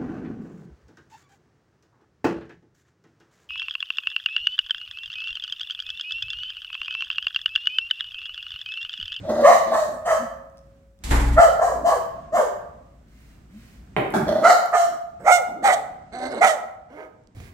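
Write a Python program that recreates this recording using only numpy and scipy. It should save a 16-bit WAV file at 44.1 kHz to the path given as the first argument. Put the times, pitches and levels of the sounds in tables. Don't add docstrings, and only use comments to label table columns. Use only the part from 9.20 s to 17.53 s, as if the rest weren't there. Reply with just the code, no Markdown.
import sys
import numpy as np
from scipy import signal
from scipy.fft import rfft, irfft, next_fast_len
from scipy.io import wavfile
from scipy.ndimage import uniform_filter1d, map_coordinates

SR = 44100
rng = np.random.default_rng(int(sys.argv[2]) if len(sys.argv) > 2 else 0)


def boost_factor(decibels):
    exponent = np.asarray(decibels, float) / 20
    return 10 ** exponent


def unload_audio(sound):
    columns = np.transpose(np.atleast_2d(sound))
    steps = np.round(np.clip(columns, -1, 1) * 32767)
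    wavfile.write(sys.argv[1], SR, steps.astype(np.int16))


N = 367353

TURN_S = 5.9

# f/Hz, t60/s
ROOM_T60 = [(150, 0.81), (600, 0.76), (1200, 0.79), (2500, 0.58), (6000, 0.49), (9000, 0.4), (14000, 0.57)]
# f/Hz, likeness/1
COHERENCE = [(60, 0.95), (200, 1), (500, 0.2), (1000, 0.045), (2000, 0.088), (5000, 0.057)]
# f/Hz, level/dB
ECHO_AWAY = [(120, 6), (250, -3), (700, 3.5), (2000, 4.5), (5000, 12), (14000, 14)]
# f/Hz, level/dB
ECHO_FACING = [(150, 6.5), (700, 6.5), (2000, 2), (5000, 4.5), (14000, 7)]
# f/Hz, level/dB
ECHO_FLOOR = [(120, -4), (300, 9.5), (1000, 2.5), (3000, 1.5), (8000, 10)]
# t/s, left lag/samples, left minus right treble/dB
PLACE = [(0, -3.5, 2), (3.3, -7.5, 4.5), (5.103, -3.5, -4.5), (5.552, 6, -10), (8.33, 9, -11.5)]
# f/Hz, left minus right level/dB
PORTS = [(60, 1.3), (110, -2.5), (200, 0.5), (380, -2.5), (700, 0.5), (1290, -3.5), (2380, -3.5),
         (4400, -0.5), (8120, -4.5), (15000, 1)]

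# t/s, level/dB
HUM_LEVEL = [(0.0, -43), (0.44, -54.5), (1.79, -60), (1.88, -36.5), (2.04, -36.5), (2.2, -45.5),
             (2.71, -55.5), (2.95, -50), (3.29, -57.5), (4.781, -52), (5.08, -39.5), (5.29, -62),
             (6.4, -58.5), (7.05, -58), (7.26, -62), (8.19, -62), (8.33, -58)]
# f/Hz, level/(dB per Hz)
HUM_SPECTRUM = [(12, -51), (20, -19.5), (65, -10), (182, -12), (270, -17.5), (293, -18.5), (499, -31.5),
                (542, -29.5), (759, -29.5), (825, -34), (1060, -36), (1290, -33), (4000, -46.5),
                (8500, -49), (9500, -68), (16000, -87)]
# t/s, level/dB
HISS_LEVEL = [(0, -74), (3.8, -75.5), (5.2, -73), (8.33, -79)]
# f/Hz, level/(dB per Hz)
HISS_SPECTRUM = [(200, -32.5), (400, 7.5), (1000, -7), (3000, -18), (8000, -15.5), (9000, -22),
                 (10000, -42), (15500, -55.5), (16500, -66)]
# t/s, level/dB
DRONE_LEVEL = [(0, -68), (.9, -54), (1.1, -51), (1.8, -56.5), (2.25, -41), (2.6, -43), (2.898, -57),
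               (4.3, -51.5), (4.5, -54.5), (4.701, -51), (5.2, -67), (8.33, -70)]
# f/Hz, level/(dB per Hz)
DRONE_SPECTRUM = [(30, -37.5), (42, -11.5), (57, 13.5), (72, -5.5), (95, -48.5)]

# t/s, length/s, throat level/dB, first f/Hz, last f/Hz
GRUMBLES = [(0.023, 0.1, -23.5, 218.5, 244), (0.081, 0.17, -11.5, 228.7, 230.3),
            (0.447, 0.13, -28.5, 222.3, 232.3), (0.665, 0.12, -30, 245.3, 239),
            (0.975, 0.099, -37, 255, 224), (4.302, 0.11, -63.5, 181, 248), (5.061, 0.21, -18.5, 214, 263.1),
            (5.992, 0.1, -39, 198.4, 212.7), (6.917, .19, -21, 260, 256.5), (6.986, 0.17, -25, 294.6, 303),
            (7.1, 0.125, -25.5, 264.5, 197.6), (7.686, 0.098, -35, 246, 322.7),
            (7.755, 0.14, -34, 297.7, 324)]
GRUMBLE_GRIT = [(.4, .2, .2, .4), (.28, 0, .05, .4), (.5, 0, .2, .4), (.5, 0, .2, .4), (.35, 0, .2, .4),
                (.25, 0, .2, .4), (.5, .5, .2, 1), (.6, 0, .2, 1.5), (.1, .1, .25, 1.8), (.2, .2, 0, 1.8),
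                (.35, .3, 0, 2), (.15, .1, .1, .5), (.2, .9, 0, .3)]
# throat f/Hz, swell/dB, relative fundamental/dB, relative rasp/dB, rasp band scale/1
GRUMBLE_THROAT = [(600, 10.5, -12.5, -26, 0.87), (590, 2, -13, -34.5, .97), (620, 3.5, -8.5, -20.5, 0.93),
                  (610, 6.5, -10.5, -31, 1.9), (590, 8.5, 2.5, -45, 0.83), (600, 5, 25.5, -14.5, .5),
                  (620, -2.5, -13.5, -27.5, 0.82), (551, 2, -5.5, -22, 2), (758, -4, -16.5, -27, 1.01),
                  (590, 4.5, -22, -29.5, 1.2), (560, 1.5, -12, -22.5, 1.01), (600, 0, -10, -33, 0.71),
                  (457, -10, -24, -38, .75)]
# f/Hz, width/Hz, level/dB
SHUT_FAR = [(316, 110, -9.5), (770, 440, -7.5), (1360, 860, -12.5), (2000, 160, -13.5)]
# f/Hz, width/Hz, level/dB
SHUT_NEAR = [(338, 156, -6), (770, 466, -7), (1600, 380, -9.5), (2223, 290, -9.5)]
# f/Hz, level/(dB per Hz)
SHUT_RASP_FAR = [(1590, -53), (2700, -16.5), (3480, -16), (3770, -5), (4220, -4.5), (5360, -10.5),
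                 (6120, -19), (6650, -14.5), (8620, -21), (16000, -29.5)]
# f/Hz, level/(dB per Hz)
SHUT_RASP_NEAR = [(3230, -17), (3800, -5), (4130, -2.5), (4700, -15), (5460, -34.5), (6090, -12),
                  (6700, -33), (7310, -15.5), (8410, -20), (9400, -27.5), (16000, -49)]

# t/s, pitch f/Hz, first partial level/dB
EFFORT_FAR = [
    [(.216, 560, -25), (.232, 571.4, -14.5), (.256, 572.5, -6), (.272, 638.5, -8.5), (.29, 725.5, -9.5),
     (.312, 700, -17.5), (.33, 672, -12.5), (.356, 630, -19.5)],
    [(.503, 656.6, -25), (.525, 694.6, -18.5), (.543, 731, -19), (.556, 649.7, -15), (.57, 613, -18.5),
     (.6, 626, -18), (.623, 620, -18.5)],
    [(.842, 643.4, -28.5), (.862, 674, -24), (.874, 703.2, -22.5), (.889, 656.3, -19), (.92, 648, -18.5),
     (.942, 626.3, -20.5)],
    [(2.16, 590, -23.5), (2.178, 636, -11.5), (2.202, 689.5, -7.5), (2.222, 720.7, -13),
     (2.243, 675.6, -10), (2.262, 634, -13), (2.28, 590, -20.5)],
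    [(2.374, 560, -35), (2.396, 663.5, -24), (2.428, 713, -15), (2.46, 740.3, -22.5), (2.485, 637.5, -24),
     (2.524, 549, -26)],
    [(2.637, 590, -16), (2.654, 667, -13), (2.675, 686, -15), (2.693, 673, -19.5), (2.725, 686, -18.5),
     (2.747, 549, -23)],
    [(3.12, 560, -18), (3.138, 668.5, -21), (3.153, 695.5, -14.5), (3.172, 708.4, -14.5), (3.186, 625, -24),
     (3.2, 600, -19), (3.23, 544.6, -22.5)],
]
# t/s, pitch f/Hz, first partial level/dB
EFFORT_LATE = [
    [(5.218, 610, -20.5), (5.235, 633.7, -14.5), (5.255, 670, -8), (5.272, 705.3, -9.5), (5.29, 761, -14.5),
     (5.306, 718, -8), (5.328, 717.5, -15)],
    [(5.512, 642.4, -32.5), (5.538, 721, -15.5), (5.554, 711.4, -15.5), (5.575, 713.3, -14),
     (5.6, 677.6, -15), (5.622, 695, -13.5)],
    [(6.038, 600, -20.5), (6.059, 647, -27.5), (6.077, 784, -15), (6.1, 737, -16.5), (6.125, 714.8, -8.5),
     (6.168, 709.3, -13), (6.18, 674, -21.5), (6.2, 540, -32.5)],
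    [(6.422, 560, -24), (6.436, 704, -23.5), (6.442, 800, -17.5), (6.457, 817.7, -11.5), (6.484, 770, -18),
     (6.51, 725, -18.5), (6.528, 740.4, -16), (6.552, 678.4, -26)],
    [(7.202, 620, -25), (7.219, 749.4, -11), (7.238, 778.6, -12), (7.255, 797.8, -11), (7.272, 719.5, -14),
     (7.288, 665, -19.5), (7.31, 643.7, -17.5), (7.345, 590, -29.5)],
]
BARK_MANNER = [(.3, .45, .15), (.45, .2, .1), (.45, .35, .15), (.3, .45, .3), (.55, .55, .3),
               (.32, .55, .3), (.2, .55, .3), (.3, .3, .2), (.55, .04, .05), (.6, .04, .25), (.25, .5, .4),
               (.5, .22, .25)]
# relative overtones/dB, relative rasp/dB, second resonance f/Hz, third resonance f/Hz
BARK_MOUTHS = [(3.5, -19, 1160, 1900), (3.3, -22.5, 1142, 1670), (3.7, -19, 1225, 1754),
               (0.48, -24, 1258, 1733), (3.1, -21, 1110, 1680), (2.15, -21.5, 1130, 1660),
               (3.8, -22.5, 1152, 1670), (3.4, -22.5, 1342, 1950), (0.5, -23, 1200, 1706),
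               (1.7, -16.5, 1320, 2050), (4.9, -12, 1292, 1944), (1.5, -17, 1270, 1920)]
# resonance sink/1, rasp twang/dB, twang f/Hz, twang width/Hz, clear upper partials/dB
BARK_JAWS = [(0.0734, 2, 4150, 800, -1), (0, -2, 2000, 800, 0.5), (.1, -5.5, 4150, 380, 1),
             (0.2, 1.5, 1800, 800, 4.5), (.1, -4, 3400, 660, 0), (0.066, -2.5, 3700, 530, 1.5),
             (.2, -4.5, 4200, 380, 5), (.12, 8, 4700, 1200, -6), (0.17, 3.5, 5400, 1000, -4),
             (0.02, 4, 4150, 520, 5.5), (0.015, 10, 4140, 700, 1.5), (0.21, 5, 4150, 950, 9)]
# widest jaw at share/1, hardest air rush at share/1, relative third resonance/dB
BARK_TIMING = [(0.89, 1, 0.5), (0.48, 0.347, 0.7), (0.64, 0.19, 2.15), (0.13, 0.51, 0.7), (0.99, .45, -1.1),
               (0.8, 0.39, -0.8), (0.57, 0.64, 0), (0.71, 0.73, 0), (.4, 0.75, 1.5), (0.34, 0.37, 0.1),
               (0.56, 0.95, 1.6), (0.34, 0.51, 1.5)]
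# f/Hz, level/(dB per Hz)
RASP_AWAY = [(1530, -29.5), (2300, -24.5), (2700, -13.5), (3080, -6), (3480, -19.5), (3900, -10),
             (4430, -12.5), (4960, -17.5), (6520, -10), (8070, -12.5), (9400, -22), (12000, -23.5),
             (14600, -27), (16000, -32)]
# f/Hz, level/(dB per Hz)
RASP_FACING = [(1530, -30), (2500, -16.5), (3000, -6), (4200, -18), (4920, -17), (6430, -9), (7200, -10.5),
               (8070, -7.5), (9820, -21.5), (11500, -21), (13500, -27.5), (16000, -30)]

# t/s, peak level/dB
CLAWS = [(1.299, -54.5), (1.3729, -43.5), (1.381, -45), (1.39, -49), (1.4712, -61), (1.7899, -53),
         (3.8849, -54), (4.4494, -58), (8.0371, -63), (8.073, -46)]

# latch level/dB, slam level/dB, fall/(dB per s)
DOOR_PARTS = [(-30.5, -15, 21), (-62, -26.5, 18), (-45, -21, 67), (-34.5, -32, 58.5)]
# f/Hz, level/dB
BOOM = [(36, -7), (59, -2.5)]
# f/Hz, level/dB
PANEL = [(121, 8), (168, -29), (284, 5)]
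# f/Hz, level/(dB per Hz)
RATTLE = [(190, -29.5), (330, -7), (731, -11.5), (833, -4), (1310, -11.5), (2100, -12), (2510, -20.5),
          (3600, -23.5), (6000, -28.5), (7460, -23.5), (9000, -31.5), (10600, -31), (14500, -38.5),
          (16000, -51)]

# t/s, length/s, level/dB
CHEST = [
    (2.516, 0.2, -43),
    (3.121, 0.086, -40.5),
    (5.668, 0.1, -47.5),
    (6.272, 0.25, -41.5),
]
# f/Hz, level/(dB per Hz)
CHEST_SPECTRUM = [(70, -42.5), (130, -9.5), (250, 0.5), (400, -5.5), (600, -6.5), (1000, -68.5)]

# t/s, length/s, level/dB
PANTS = [
    (3.858, 0.32, -68),
    (4.288, .3, -64),
    (7.694, .18, -67),
    (8.148, 0.16, -56.5),
]
# f/Hz, level/(dB per Hz)
PANT_SPECTRUM = [(350, -38.5), (600, -22), (1100, -4.5), (1160, -11), (1330, -6.5), (2040, -0.5),
                 (3040, -9), (13400, -23), (16000, -20.5)]

# t/s, peak level/dB, relative thud/dB, relative crack/dB, room level/dB
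KNOCKS = [
    (4.765, -12, -13, -34.5, 4.5),
    (4.939, -18, -2.5, -47, 10),
    (4.965, -20.5, 6, -35.5, -0.5),
    (8.149, -59.5, 24, -13, 7),
    (8.168, -60, 30.5, -16, 1.5),
    (8.202, -54, 26.5, -23, -0.5),
]
# f/Hz, width/Hz, level/dB
WOOD = [(446, 404, 9), (800, 130, 18.5), (1224, 250, 9), (2000, 1500, 1.5), (3100, 1400, -4.5)]
# f/Hz, width/Hz, level/dB
FLOOR_MODES = [(67.7, 14, -30), (120, 16, 6.5), (201.6, 70, 3.5)]
# f/Hz, width/Hz, level/dB
TILE_MODES = [(70, 73, 1), (118, 60, 3.5), (290, 200, -14.5)]
# t/s, peak level/dB
SPIN_TICKS = [(4.7661, -59.5), (4.7708, -50), (4.9053, -38), (4.9236, -40), (4.9714, -37.5), (5.03, -48),
              (5.225, -41.5), (5.4593, -34), (5.5201, -42.5), (5.8139, -55)]
# f/Hz, width/Hz, level/dB
SPIN_TICK_MODES = [(10500, 5000, 8.5)]


def along(points, hz):
    f, v = np.transpose(points)
    return np.interp(np.log(hz + 1), np.log(f + 1), v)


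def over_time(points):
    return np.interp(np.arange(N) / SR, *np.transpose(points))


def unit(x):
    return x / np.sqrt(np.mean(x ** 2) + 1e-20)


def wobble(n, rate):
    knots = rng.standard_normal(int(n * 1000 / SR) + 4)
    return map_coordinates(knots, [np.arange(n) * min(rate, 1000) / SR])


def filtered(x, response):
    m = next_fast_len(x.shape[-1] + 8192)
    return irfft(rfft(x, m) * response(np.fft.rfftfreq(m, 1 / SR)), m)[..., :x.shape[-1]]


def modes(table):
    def response(f):
        return sum((-1) ** k * boost_factor(db) * 1j * f * w / (c * c - f * f + 1j * f * w)
                   for k, (c, w, db) in enumerate(table))
    return response


def noise(n, spectrum):
    return unit(filtered(rng.standard_normal(n), lambda hz: boost_factor(along(spectrum, hz))))


def pair(ab):
    def mid_side(hz):
        turn = np.arccos(np.clip(along(COHERENCE, hz), 0, 1)) / 2
        return np.array([np.cos(turn), np.sin(turn)])
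    mid, side = filtered(ab, mid_side)
    return np.array([mid + side, mid - side])


def noise_pair(n, spectrum):
    return pair(np.array([noise(n, spectrum), noise(n, spectrum)]))


def unroll(s, length, hold=0.0):
    t = np.arange(-length, hold, 1 / SR)
    return round(s * SR), t, np.clip(1 + t / length, 0, 1)


def add(out, at, x, room_db, pane_db=-40, colour=None):
    t = np.arange(SR) / SR
    hz, frames, z = signal.stft(rng.standard_normal((2, SR)), SR, nperseg=256)
    colour = colour or (ECHO_AWAY if at < TURN_S * SR else ECHO_FACING)
    fall_db = along(colour, hz)[:, None] - 60 * frames / along(ROOM_T60, hz)[:, None]
    tail = signal.istft(z * boost_factor(fall_db), SR, nperseg=256)[1][:, :SR] / 50
    pane_hz, pane_t60_s = 547, 1.9
    tail[0] += boost_factor(pane_db - 45 - 60 * t / pane_t60_s) * np.sin(2 * np.pi * pane_hz * t)
    tail = pair(tail * np.clip(t / .005, 0, 1))
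    wet = boost_factor(room_db) * signal.fftconvolve(x[None], tail, axes=1)

    s, lags, pans = np.transpose(PLACE)
    lag = np.interp(at / SR, s, lags)
    pan_db = np.interp(at / SR, s, pans)
    half = np.array([[.5], [-.5]])

    def bearing(f):
        shadow = boost_factor(half * pan_db * f ** 2 / (f ** 2 + 1500 ** 2))
        return shadow * np.exp(-2j * np.pi * f * half * lag / SR)
    wet[:, :len(x)] += filtered(x, bearing)
    out[:, at:at + wet.shape[1]] += wet[:, :N - at]


def voice(pitch, rough, alternate, mouth, top_hz, first_db, high_db, rasp_db, rasp,
          jaw=1, sag=1, slap=0, clear_db=0):
    n = len(pitch)

    def colour(hz):
        return np.abs(modes(mouth)(hz)) ** 2.19 * (hz < top_hz)

    pitch = pitch * (1 + .1 * rough * wobble(n, 330) + .004 * wobble(n, 60))
    phase = 2 * np.pi * np.cumsum(pitch) / SR
    k = np.arange(1, 24)[:, None]
    gain = colour(k * pitch / (jaw * sag)) * boost_factor(high_db - 11.0 * rough)
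    gain += (k * pitch > top_hz) * boost_factor(rasp_db + along(rasp, k * pitch) - 20 * rough + clear_db)
    gain[0] = boost_factor(first_db + 1.0)
    shimmer = np.array([wobble(n, 260) for _ in k]) + wobble(n, 110)
    partials = np.cos(k * phase + .6 * np.exp(-slap) * k * k)
    tone = (gain * boost_factor(4.5 * rough * shimmer) * partials).sum(0)
    tone *= 1 + alternate * np.cos(phase / 2)

    air = unit(filtered(rng.standard_normal(2 * n), colour))
    breath = rough * boost_factor(high_db) * map_coordinates(air, [np.cumsum(jaw * np.ones(n))])

    beat = alternate * np.cos(phase / 2 + 2 * wobble(n, 25)) + np.cos(phase)
    scatter_db = 3 * min(slap, 1) * np.clip(wobble(n, 90), -2, 1.3)
    gate = np.exp(slap * beat) * boost_factor(scatter_db)
    ripple = 3 * rng.standard_normal(80)

    def airway(hz):
        return boost_factor(along(rasp, hz) + np.interp(hz, np.arange(80) * 220, ripple))
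    hiss = unit(filtered(gate * rng.standard_normal(n), airway))
    hiss = boost_factor(rasp_db - 2 + 2 * wobble(n, 70)) * hiss

    i = np.arange(n)
    fade = np.clip(np.minimum(i / .02, (n - i) / .03) / SR, 0, 1)
    stutter = boost_factor(3 * rough * np.clip(wobble(n, 75), -2, 1.3))
    lowest_hz = .4 * pitch.max()
    return filtered((tone + breath + hiss) * fade * stutter,
                    lambda hz: 1 / (1 + (lowest_hz / (hz + 1)) ** 5))


def hum():
    house = boost_factor(3 + over_time(HUM_LEVEL) + 2 * wobble(N, 6.9)) * noise_pair(N, HUM_SPECTRUM)
    hiss = boost_factor(over_time(HISS_LEVEL)) * np.array([noise(N, HISS_SPECTRUM), noise(N, HISS_SPECTRUM)])
    drone = boost_factor(over_time(DRONE_LEVEL)) * noise(N, DRONE_SPECTRUM)
    return house + hiss + drone


def grumbles(out):
    dog = np.zeros_like(out)
    for grumble, grit, throat in zip(GRUMBLES, GRUMBLE_GRIT, GRUMBLE_THROAT):
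        s, length, db, first_hz, last_hz = grumble
        rough, alternate, scoop, slap = grit
        throat_hz, swell_db, chest_db, rasp_db, scale = throat
        at, t, share = unroll(s, length)
        since = t + length
        rising = np.clip(1 - since / 0.043, 0, 1)
        db = db - 2.5 * rising + swell_db * (share - .5) + 2.3 * wobble(len(t), 21)
        slide = scoop * np.clip(1 - since / 0.041, 0, 1)
        pitch = (first_hz + (last_hz - first_hz) * share) * (1 - slide + .015 * wobble(len(t), 14))
        far = s < TURN_S
        mouth = sorted((SHUT_FAR if far else SHUT_NEAR) + [(throat_hz, 110, 0)])
        rasp = (SHUT_RASP_FAR if far else SHUT_RASP_NEAR) * np.array([scale, 1])
        sound = voice(pitch, rough, alternate, mouth, 2200, db + chest_db - 3.5, db + 0.5, db + rasp_db,
                      rasp, slap=slap, clear_db=-7)
        add(dog, at, sound, -9)
    return dog


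def barks(out):
    dog = np.zeros_like(out)
    for effort, manner, mouth_shape, jaw_shape, timing in zip(
            EFFORT_FAR + EFFORT_LATE, BARK_MANNER, BARK_MOUTHS, BARK_JAWS, BARK_TIMING):
        rough0, rough1, drop = manner
        open_db, rasp_db, second_hz, third_hz = mouth_shape
        sink, twang_db, twang_hz, width_hz, clear_db = jaw_shape
        widest, raspiest, tilt_db = timing
        s, hz, level = np.transpose(effort)
        far = s[0] < TURN_S
        at, t, share = unroll(s[0], s[-1] - s[0], hold=.1)
        room_db, third_db, shut_db = (-4.5, -6, -21.5) if far else (-11.5, -3.5, -22)
        shut = np.clip(t / 0.058, 0, 1)
        db = np.interp(t + s[-1], s, level) + shut_db * shut ** 1.3
        pitch = uniform_filter1d(np.interp(t + s[-1], s, hz), size=300)
        narrow = np.interp(share, [0, widest, 1], [1, 0, np.clip(2 * rough1, .7, 1)]) ** 2
        calm = np.interp(share, [0, raspiest, 1], [1, 0, .4]) ** 0.76
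        rough = np.interp(t, [.6 * t[0], .45 * t[0], 0, .04], [rough0, rough1, rough1, rough1 + .25])
        mouth = [(620, 380, -2), (second_hz, 200, 0), (third_hz, 340, third_db + tilt_db)]
        steady_db = .5 * (uniform_filter1d(db, size=1500) + db)
        jaw = 1 + sink * (.5 - share) - .09 * (narrow - .3)
        bark = voice(pitch * (1 - drop * shut), rough, 0, mouth, 2600, db, db + open_db - 11.5 * narrow,
                     steady_db + rasp_db - 11 * calm, RASP_AWAY if far else RASP_FACING,
                     jaw, 1 - .03 * narrow, clear_db=clear_db)
        bark = filtered(bark, lambda f: boost_factor(twang_db * np.exp(-((f - twang_hz) / width_hz) ** 2)))
        add(dog, at, bark, room_db, -15 if s[0] < 1.5 else -40)
    return dog


def tick_sounds(out, events, fall_s, response, gain_db, room_db):
    sound, t = np.zeros_like(out), np.arange(SR // 8) / SR
    for s, db in events:
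        tick = filtered(boost_factor(-60 * t / fall_s) * rng.standard_normal(len(t)), response)
        add(sound, round(s * SR), boost_factor(db + gain_db) * tick / np.abs(tick).max(), room_db)
    return sound


def claws(out):
    return tick_sounds(out, CLAWS, 0.0034, lambda hz: modes([(4600, 4500, 0)])(hz) ** 2, 0, -16)


def door(out):
    latch_s, slam_s, end_s, jolt_s = 1.838, 1.903, 2.16, 0.009
    at, t, _ = unroll(latch_s, end_s - latch_s, hold=0.35)
    n, sound = len(t), np.zeros_like(out)
    since_latch, since_slam = t - t[0], t + end_s - slam_s
    jolt = np.clip(since_slam / jolt_s, 0, 1)
    boom_db, panel_db, rattle_db, hiss_db = (
        latch_db + jolt * (slam_db - latch_db - fall_db * since_slam)
        for latch_db, slam_db, fall_db in DOOR_PARTS)

    def ring(table):
        return unit(sum(boost_factor(db + 0.835 * wobble(n, 25)) * np.sin(2 * np.pi * hz * t + .5 * wobble(n, 15))
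                        for hz, db in table))
    panel = ring(PANEL) + 0.5 * noise(n, [(60, -29), (100, 3.0), (330, -3.5), (450, -53.5)])
    onset = np.clip(since_latch / jolt_s, 0, 1)
    body = onset * (boost_factor(boom_db) * ring(BOOM) + boost_factor(panel_db) * panel)

    raw = noise_pair(n, RATTLE)
    low = filtered(raw, lambda hz: 1 / (1 + (hz / 2450) ** 8))
    rattle = boost_factor(rattle_db) * unit(low)
    clatter_db = hiss_db - 92 * since_latch * (1 - jolt) + 1.42 * wobble(n, 40)
    hiss = boost_factor(clatter_db) * unit(raw - low)
    ducked = boost_factor(-30 * np.clip((t - .04) / 0.016, 0, 1))
    sound[:, at:at + n] = ducked * (body + rattle + hiss)
    return sound


def chest(out):
    sound = np.zeros_like(out)
    for s, length, db in CHEST:
        at, t, _ = unroll(s, length)
        n = len(t)
        rumble = noise(n, CHEST_SPECTRUM) * np.hanning(n) ** 0.2
        add(sound, at, boost_factor(db + 1.7 * wobble(n, 50)) * rumble, -8)
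    return sound


def pants(out):
    sound = np.zeros_like(out)
    for s, length, db in PANTS:
        at, t, _ = unroll(s, length)
        n = len(t)
        breath = noise(n, PANT_SPECTRUM) * np.hanning(n) ** 0.22
        add(sound, at, boost_factor(db + 1.1 * wobble(n, 27)) * breath, -2)
    return sound


def knocks(out):
    sound, t = np.zeros_like(out), np.arange(SR // 8) / SR
    for s, db, thud_db, crack_db, room_db in KNOCKS:
        blow = boost_factor(-60 * t / 0.026) * rng.standard_normal(len(t))
        blow[0] = 9.2
        wood = unit(filtered(blow, modes(WOOD)))
        thud = unit(filtered(blow, modes(FLOOR_MODES if s < TURN_S else TILE_MODES)))
        crack = unit(filtered(blow, lambda hz: (hz / 3000) ** 2 / (1 + (hz / 3000) ** 3)))
        knock = wood + boost_factor(thud_db) * thud + boost_factor(crack_db - 5.5) * crack
        add(sound, round(s * SR), boost_factor(db - 19.5) * knock, room_db, colour=ECHO_FLOOR)
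    return sound


def spin_ticks(out):
    return tick_sounds(out, SPIN_TICKS, 0.007, modes(SPIN_TICK_MODES), 2.5, -12)


def scene():
    air = hum()
    dog = grumbles(air) + barks(air) + chest(air) + pants(air)
    contacts = claws(air) + knocks(air) + spin_ticks(air)
    return air + dog + door(air) + contacts


def top_cut(x):
    return signal.sosfilt(signal.butter(12, 16640, fs=SR, output="sos"), x)


def record(dry):
    half = np.array([[.5], [-.5]])
    x = filtered(dry, lambda hz: boost_factor(half * along(PORTS, hz)) * (hz < 15830))
    x = x / (1 + np.abs(x) ** 6) ** (1 / 6)
    return top_cut(x)


dry = scene()
out = record(dry)
unload_audio(out)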